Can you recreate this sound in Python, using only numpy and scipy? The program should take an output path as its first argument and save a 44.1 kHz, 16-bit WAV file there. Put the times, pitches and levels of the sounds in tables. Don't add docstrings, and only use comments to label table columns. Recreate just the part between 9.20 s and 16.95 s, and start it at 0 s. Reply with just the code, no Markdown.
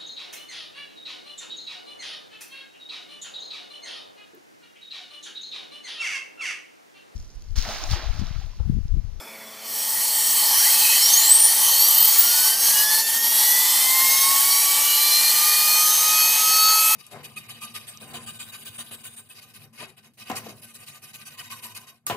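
import sys
import numpy as np
from scipy import signal
from scipy.io import wavfile
from scipy.ndimage import uniform_filter1d, map_coordinates

SR = 44100
rng = np.random.default_rng(int(sys.argv[2]) if len(sys.argv) > 2 else 0)


def voltage_ratio(level):
    return 10 ** (np.asarray(level, float) / 20)


def master(y):
    cut = np.clip(np.atleast_2d(y).T, -1, 1)
    pcm = np.round(cut * 32767)
    wavfile.write(sys.argv[1], SR, pcm.astype(np.int16))


N = 341775
TIME = np.arange(N) / SR
EDGE_HZ = 15290


def evened(x):
    return x / np.sqrt(np.mean(x ** 2) + 1e-20)


def read(points, hz):
    f, db = np.transpose(points)
    return np.interp(np.log(hz + 1), np.log(f + 1), db)


def columns(rows, t):
    s, *values = np.transpose(rows)
    return [np.interp(t, s, v) for v in values]


def wander(rate_hz):
    steps = rng.standard_normal(400)
    return map_coordinates(steps, [np.clip(TIME * rate_hz, 0, 399)], order=3)


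def bump(s, db, length_s):
    gain = np.zeros(N)
    span = slice(max(round((s - 2 * length_s) * SR), 0), round((s + 2 * length_s) * SR))
    gain[span] = voltage_ratio(db) * np.exp(-3 * ((TIME[span] - s) / length_s) ** 2)
    return gain


def bells(rows, hz):
    return voltage_ratio(sum(db / (1 + (2 * (hz - f) / width_hz) ** 2) for f, width_hz, db in rows))


def octave_bell(hz, centre_hz, octaves):
    return np.exp(-(np.log2(hz / centre_hz + 1e-6) / octaves) ** 2)


def noise(magnitude, patchy_db):
    t = (np.arange(N // 512 + 5) * 512 / SR)[None]
    hz = np.fft.rfftfreq(2048, 1 / SR)[:, None]
    real, imag, patches = rng.standard_normal((t.size, hz.size, 3)).T
    patches = uniform_filter1d(patches, size=14, axis=0)
    patches = evened(uniform_filter1d(patches, size=10, axis=1))
    z = (real + 1j * imag) * magnitude(t, hz) * voltage_ratio(patchy_db * patches)
    return evened(signal.istft(z, nperseg=2048, noverlap=1536)[1][:N])


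def echoes(x, t60_s, wet_db):
    t = np.arange(round(.4 * SR)) / SR
    sparse = rng.random(len(t)) < .05
    taps = rng.standard_normal(len(t)) * sparse * voltage_ratio(-60 * t / t60_s) * (t > .001)
    return x + voltage_ratio(wet_db) * signal.fftconvolve(x, taps / np.linalg.norm(taps))[:N]


# frequency in Hz, density in dB per Hz.
SHOP_RUSH = [(50, -52), (110, -48), (200, -24.5), (400, -27.5), (900, -24), (1500, -26), (2500, -23),
             (2900, -35), (4600, -34.5), (8000, -33), (15300, -29)]
# frequency in Hz, width in Hz, level over the rush in dB.
SHOP_RING = [(1133, 32, 8.5), (2270, 68, 4), (3440, 110, 20), (5210, 83, 17.5)]
# frequency in Hz, level in dB, width in Hz.
HUM = [(125, -71.5, 6), (221, -59, 3.6), (438.3, -59, 8.14), (546, -57, 8.66), (654, -56, 11.4)]


def shop():
    rush = noise(lambda t, hz: voltage_ratio(read(SHOP_RUSH, hz)) * bells(SHOP_RING, hz), patchy_db=2.4)
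    out = voltage_ratio(-41) * rush
    for hz, db, width_hz in HUM:
        level = voltage_ratio(db + 1.16 * wander(8.2))
        line_hz = hz + 0.213 * width_hz * wander(12)
        out += level * np.sqrt(2) * np.sin(2 * np.pi * np.cumsum(line_hz) / SR)
    return out


# frequency in Hz, width in Hz, level in dB.
HOUSING = [(870, 55, -1), (1148, 118, -7.5), (1842, 93, -2.5), (1987, 60, -5.5), (2226, 66, -9),
           (3107, 130, -4.5), (4195, 63, -3.5), (4475, 73, -1), (5643, 65, -2.5), (6400, 290, -11),
           (6730, 60, -12.5), (7780, 60, -10), (8070, 112, -2.5), (8640, 1240, -9), (9410, 250, -7.5),
           (10130, 140, -7.5), (11180, 80, -5), (11590, 59, -6), (12070, 64, -8), (12500, 160, -7.5),
           (13470, 100, -3), (13500, 160, -5), (14400, 120, 5), (14930, 320, 0.5)]


def ringing(hz):
    modes = 0
    for f, width_hz, db in HOUSING:
        modes = modes + voltage_ratio(db) ** 2 / (1 + (2 * (hz - f) / max(width_hz, 85)) ** 2) ** 1.3
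    return modes * np.where(hz < 2650, voltage_ratio(-15.5), 1) / (1 + (hz / 12500) ** 8)


# frequency in Hz, density in dB per Hz.
JET = [(200, -61), (700, -23), (1400, -23.5), (2200, -19), (3700, -11.5), (5000, -7.5), (7000, -11.5),
       (9000, -15), (12000, -6), (15300, -18)]


def jet(hz):
    return voltage_ratio(read(JET, hz))


# time in seconds, air flow in dB, microphone turn from the housing (0) to the jet (1).
AIR = [(0.0, -51, -0.26), (0.41, -38, -0.84), (0.48, -32, 0.42), (0.68, -24, 0.65), (1.0, -21.5, 0.72),
       (1.45, -16, 0.48), (2.05, -15.5, 0.13), (2.25, -19.5, 0.69), (2.55, -19, 0.77), (2.85, -19, 0.42),
       (3.3, -18, 0.86), (4.4, -17.5, 0.85), (4.72, -16.5, 0.47), (5.5, -18, 0.85), (5.9, -16, 0.31),
       (6.65, -17, 0.62), (7.3, -15.5, 0.14), (7.75, -18.5, 0.86)]
# time in seconds, level in dB, length in seconds.
STUMBLES = [(3.37, -5.5, .09), (3.68, -5, 0.049), (3.849, -8.5, 0.061), (3.918, -5, 0.043),
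            (4.001, -8.5, 0.063), (4.1, -4.5, 0.08)]
TURN_LOW_DB, TURN_MID_DB, TURN_TOP_DB, TURN_RING_DB = 5, 2.5, 6.5, -1
SLOW_RING_DB, SLOW_LOW_DB, SLOW_UNTIL_S = 4, -1.5, 3.3
DRIFT_DB, DRIFT_S, DRIFT_HZ = 0.64, .7, 260


def air_colour(t, hz):
    turn = columns(AIR, t)[1]
    slow = .5 - .5 * np.tanh((t - SLOW_UNTIL_S) / 0.41)
    tint_db = (TURN_LOW_DB * turn + SLOW_LOW_DB * slow) * octave_bell(hz, 970, 1.0)
    tint_db = tint_db + (TURN_MID_DB * turn - 0.5) * octave_bell(hz, 2050, 0.88)
    tint_db = tint_db + TURN_TOP_DB * turn * octave_bell(hz, 12200, 1.0)
    drift = uniform_filter1d(rng.standard_normal((t.size, hz.size)), round(DRIFT_S * SR / 512), axis=0)
    drift = uniform_filter1d(drift.T, round(DRIFT_HZ * 2048 / SR), axis=0)
    tint_db = tint_db + DRIFT_DB * evened(drift)
    ring_db = TURN_RING_DB * turn + SLOW_RING_DB * slow + 0.43
    hiss = jet(hz) * np.minimum(hz / 220, 1) ** 4
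    return np.sqrt(hiss ** 2 + voltage_ratio(ring_db) ** 2 * ringing(hz)) * voltage_ratio(tint_db)


def air():
    flow_db = columns(AIR, TIME)[0]
    flow_db = flow_db + sum(db * bump(s, 0, length_s) for s, db, length_s in STUMBLES)
    return voltage_ratio(flow_db + 0.41 * wander(35)) * noise(air_colour, patchy_db=1.86)


# time in seconds, frequency in Hz, level in dB, length in seconds.
SHUDDERS = [
    (1.665, 2566, -29, 0.2),
    (2.05, 4150, -18, 0.062),
]


def shudders():
    out = np.zeros(N)
    for s, mode_hz, db, length_s in SHUDDERS:
        mode = noise(lambda t, hz: 1 / (1 + ((hz - mode_hz) / 45) ** 2), patchy_db=-3.0)
        out += bump(s, db, length_s) * mode
    return out


START_S, TOP_HZ, DRAG_S, TORQUE_S = 1.0945, 1373.85, 2.2413, .3178
SAG_HZ, SAG_AT_S, SAG_S = 14.86, 4.494, 1.551


def speed():
    t = np.maximum(TIME - START_S, 0)
    lag = (DRAG_S * np.exp(-t / DRAG_S) - TORQUE_S * np.exp(-t / TORQUE_S)) / (DRAG_S - TORQUE_S)
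    sag_hz = SAG_HZ * np.exp(-((TIME - SAG_AT_S) / SAG_S) ** 2)
    return np.maximum(TOP_HZ * (1 - lag) - sag_hz, 0)


def tone(order, hz, turns):
    return np.sqrt(2) * np.sin(2 * np.pi * (order * turns + rng.random())) * (order * hz < EDGE_HZ)


# time in seconds, multiple of shaft speed, level in dB.
OVERTONES = [(2.61, 8, -27), (2.66, 10, -29), (2.78, 7, -30), (2.8, 5, -32), (2.85, 17, -30),
             (2.95, 10, -29), (3.11, 8, -31), (3.11, 21, -30), (3.31, 4, -35), (3.44, 7, -30),
             (3.7, 4, -33), (3.46, 8, -28), (3.78, 5, -30), (4.05, 6, -33), (4.35, 6, -31), (4.53, 8, -30),
             (4.68, 11, -30), (4.88, 14, -32), (4.93, 6, -32), (5.31, 8, -30), (5.32, 4, -29),
             (5.33, 5, -29), (5.37, 11, -30), (5.88, 3, -34), (6.45, 4, -33), (6.59, 10, -32),
             (6.72, 3, -35), (6.88, 3, -35), (7.44, 3, -35), (7.58, 11, -32)]
# time in seconds, multiple of shaft speed, level in dB.
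RACES = [(2.27, 13.013, -34), (2.4, 12.818, -34), (2.49, 12.103, -31), (3.25, 5.875, -29),
         (3.63, 5.875, -32), (2.61, 7.97, -29), (3.21, 15.908, -31), (3.56, 7.415, -31), (3.7, 13.643, -30),
         (4.04, 12.478, -27), (4.15, 12.818, -25), (4.33, 12.103, -24), (4.34, 6.6, -34),
         (4.54, 12.818, -31), (4.84, 12.103, -30), (4.85, 11.263, -25), (4.98, 5.875, -27),
         (4.99, 12.478, -31), (5.24, 13.013, -26), (5.7, 2.51, -33), (5.86, 7.97, -33), (5.92, 2.51, -33),
         (7.35, 7.97, -32)]
OVERTONE_S, RACE_S = .13, .18
FAN_HZ, FAN_OCTAVES = 850, 1.05


def weak_tones(hz, turns):
    fan = octave_bell(hz, FAN_HZ, FAN_OCTAVES)
    out = np.zeros(N)
    for rows, length_s in (OVERTONES, OVERTONE_S), (RACES, RACE_S):
        for order in sorted({row[1] for row in rows}):
            tone_hz = order * hz
            body = np.sqrt(jet(tone_hz) ** 2 + ringing(tone_hz))
            faint = voltage_ratio(-32.5 + 2.5 * np.minimum(wander(14), 1)) * body * fan * (tone_hz > 2500)
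            swells = sum(bump(s, db, length_s) for s, k, db in rows if k == order)
            out += np.maximum(faint, swells) * tone(order, hz, turns)
    return out


# time in seconds, level in dB.
BLADE = [(1.3, -37), (1.5, -43), (1.65, -50), (1.77, -42), (1.84, -24), (2.25, -23), (2.38, -28),
         (2.6, -24), (3.1, -27)]
# time in seconds, level in dB, length in seconds.
FLARES = [(1.47, -28.5, 0.028), (1.86, -14, 0.0084), (1.94, -11.5, 0.0075), (1.979, -15, 0.012),
          (2.001, -17.5, 0.009), (2.081, -16, 0.011), (2.098, -10, 0.005), (2.117, -10.5, 0.03),
          (2.154, -14, 0.038), (2.203, -15, 0.016), (2.222, -13, 0.016), (2.25, -12, 0.032),
          (2.495, -26, 0.015), (2.584, -18, 0.005), (2.606, -16, 0.023), (2.625, -15, 0.01),
          (2.646, -14, 0.014), (2.688, -9, 0.01), (2.711, -12, 0.008), (2.752, -13, 0.012),
          (2.784, -12, 0.009), (2.81, -10.5, 0.014), (2.828, -12, 0.005), (2.85, -12, 0.015),
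          (2.885, -11, 0.017), (2.997, -8, 0.021)]


def blade_tone(hz, turns):
    begun = np.clip((TIME - BLADE[0][0]) / 0.023, 0, 1)
    flutter = voltage_ratio(columns(BLADE, TIME)[0] + 4.6 * np.minimum(wander(60), 1)) * begun
    flares = np.max([bump(*row) for row in FLARES], axis=0)
    return np.maximum(flutter, flares) * tone(22, hz, turns)


# time in seconds, multiple of shaft speed.
NULLS = [(4.889, 1), (5.219, 2), (5.412, 1), (5.445, 2), (5.772, 2), (5.894, 3.485), (6.023, 3.485),
         (6.105, 2), (6.14, 3.485), (6.453, 3.485), (6.67, 2), (6.774, 1), (7.136, 1), (7.237, 2),
         (7.653, 3.485)]


def heard(order):
    gain = np.ones(N)
    for s, k in NULLS:
        if k == order:
            gain *= np.tanh((TIME - s) / .025)
    return gain


STRONG_ORDERS = 1, 2, 3.485, 5.045, 9.002, 9.728
# time in seconds, level in dB, length in seconds.
UNBALANCE = [(2.6, -54, .5), (3.68, -44, .25), (4.05, -43.5, 0.12), (4.5, -45, 0.18), (4.86, -31, 0.3),
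             (5.12, -27.5, 0.19), (5.4, -34.5, 0.54), (5.88, -37, 0.22), (6.24, -30, 0.19),
             (6.46, -32.5, 0.17), (6.65, -30, 0.2), (6.92, -30.5, 0.35), (7.26, -30.5, .15),
             (7.48, -23.5, .3), (7.75, -28.5, 0.32)]
# time in seconds, level in dB, length in seconds.
SECOND = [(2.723, -43, .3), (3.2, -38.5, 0.39), (3.695, -30.5, 0.3), (3.984, -34.5, .3), (4.373, -32, 0.34),
          (4.81, -27, 0.33), (5.03, -33.5, 0.25), (5.382, -34.5, 0.68), (5.82, -35, 0.36),
          (6.067, -31.5, 0.18), (6.364, -29.5, 0.25), (6.542, -30, 0.2), (7.036, -29.5, 0.35),
          (7.355, -32.5, 0.34), (7.7, -29, 0.31)]
# time in seconds, level in dB, length in seconds.
BALLS_LOW = [(3.59, -27, 0.078), (4.4, -34, 0.77), (5.022, -34.5, 0.26), (5.395, -35, 0.33),
             (5.97, -20.5, 0.38), (6.495, -26, 0.33), (7.026, -26.5, 0.12), (7.45, -20, 0.28)]
# time in seconds, level in dB, length in seconds.
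BALLS_MID = [(3.8, -34, 0.13), (5.0, -32, 0.24), (6.2, -34, .4), (6.75, -24, 0.45), (7.0, -31, 0.22),
             (7.35, -27, 0.79)]
# time in seconds, level in dB, length in seconds.
BALLS_HIGH = [(3.18, -33, .2), (3.9, -43, .3), (5.38, -28.5, 0.14), (6.06, -32, 0.28), (6.47, -35, .2),
              (7.0, -24.5, .18), (7.25, -30, .18), (7.62, -25, .17)]
# time in seconds, level in dB, length in seconds.
BALLS_TOP = [(5.0, -29, .2), (5.8, -26.5, 0.16), (6.53, -26, 0.28), (7.08, -26, 0.18), (7.4, -31, 0.35)]
REST_DB, CAGE_ORDER = -44, .36


def strong_tones(hz, turns):
    rest = voltage_ratio(REST_DB) * (hz / TOP_HZ) ** 2.5
    tables = UNBALANCE, SECOND, BALLS_LOW, BALLS_MID, BALLS_HIGH, BALLS_TOP
    out = voltage_ratio(-59.0 + 1.7 * wander(2.5)) * (hz / 1250) ** 6.0 * tone(CAGE_ORDER, hz, turns)
    for order, rows in zip(STRONG_ORDERS, tables):
        level = np.sqrt(rest ** 2 + sum(bump(*row) ** 2 for row in rows))
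        out += level * heard(order) * tone(order, hz, turns)
    return out


def spindle():
    hz = speed()
    turns = np.cumsum(hz * (1 + 0.0003 * wander(30))) / SR
    strong = echoes(strong_tones(hz, turns), t60_s=.2, wet_db=-16)
    blade = echoes(blade_tone(hz, turns), t60_s=0.3, wet_db=-5.5)
    weak = echoes(weak_tones(hz, turns), t60_s=0.2, wet_db=-5.5)
    return strong + blade + weak


def scene():
    return np.tile(shop() + air() + shudders() + spindle(), (2, 1))


def band_limit(x):
    return signal.sosfilt(signal.butter(12, 16570, fs=SR, output="sos"), x)


# frequency in Hz, width in Hz, level in dB.
DIPS = [(9800, 250, -3), (13000, 300, -2.5)]
# time in seconds, from Hz, to Hz.
SPLITS = [(0.348, 11710.0, 13180.0), (1.367, 10940.0, 12580.0), (1.37, 4650.0, 7060.0),
          (1.599, 4050.0, 5340.0), (2.183, 6890.0, 11200.0), (2.879, 4050.0, 5340.0),
          (2.879, 9560.0, 12580.0), (2.926, 13610.0, 15500.0), (3.483, 4570.0, 5860.0),
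          (5.991, 6200.0, 8440.0), (7.152, 10250.0, 11890.0)]


def record(dry):
    hz, t, z = signal.stft(dry[0], SR, nperseg=1024, noverlap=768)
    hz = hz[:, None]
    low_cut = 1 / np.sqrt(1 + (85 / (hz + 1)) ** 2.6)
    z = z * bells(DIPS, hz) * low_cut
    patch = uniform_filter1d(uniform_filter1d(abs(z) ** 2, size=3, axis=0), size=7, axis=1)
    around = np.exp(uniform_filter1d(np.log(patch + 1e-20), size=161, axis=0))
    weak = patch < voltage_ratio(-6.8 + hz / 16000) ** 2 * around
    z = z * np.where(weak & (hz > 7200), .05, 1)
    apart = sum((abs(t - s) < .02) * ((hz > low_hz) & (hz < high_hz)) for s, low_hz, high_hz in SPLITS)
    phase = np.exp(2j * np.pi * rng.random(z.shape))
    side = voltage_ratio(-2.5) * apart * abs(z) * phase
    pair = signal.istft(np.array([z + side, z - side]), nperseg=1024, noverlap=768)[1][:, :N]
    edge = signal.firwin(1023, EDGE_HZ, window=("kaiser", 10), fs=SR)
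    return band_limit(signal.oaconvolve(pair, edge[None], "same"))


dry = scene()
out = record(dry)
master(out)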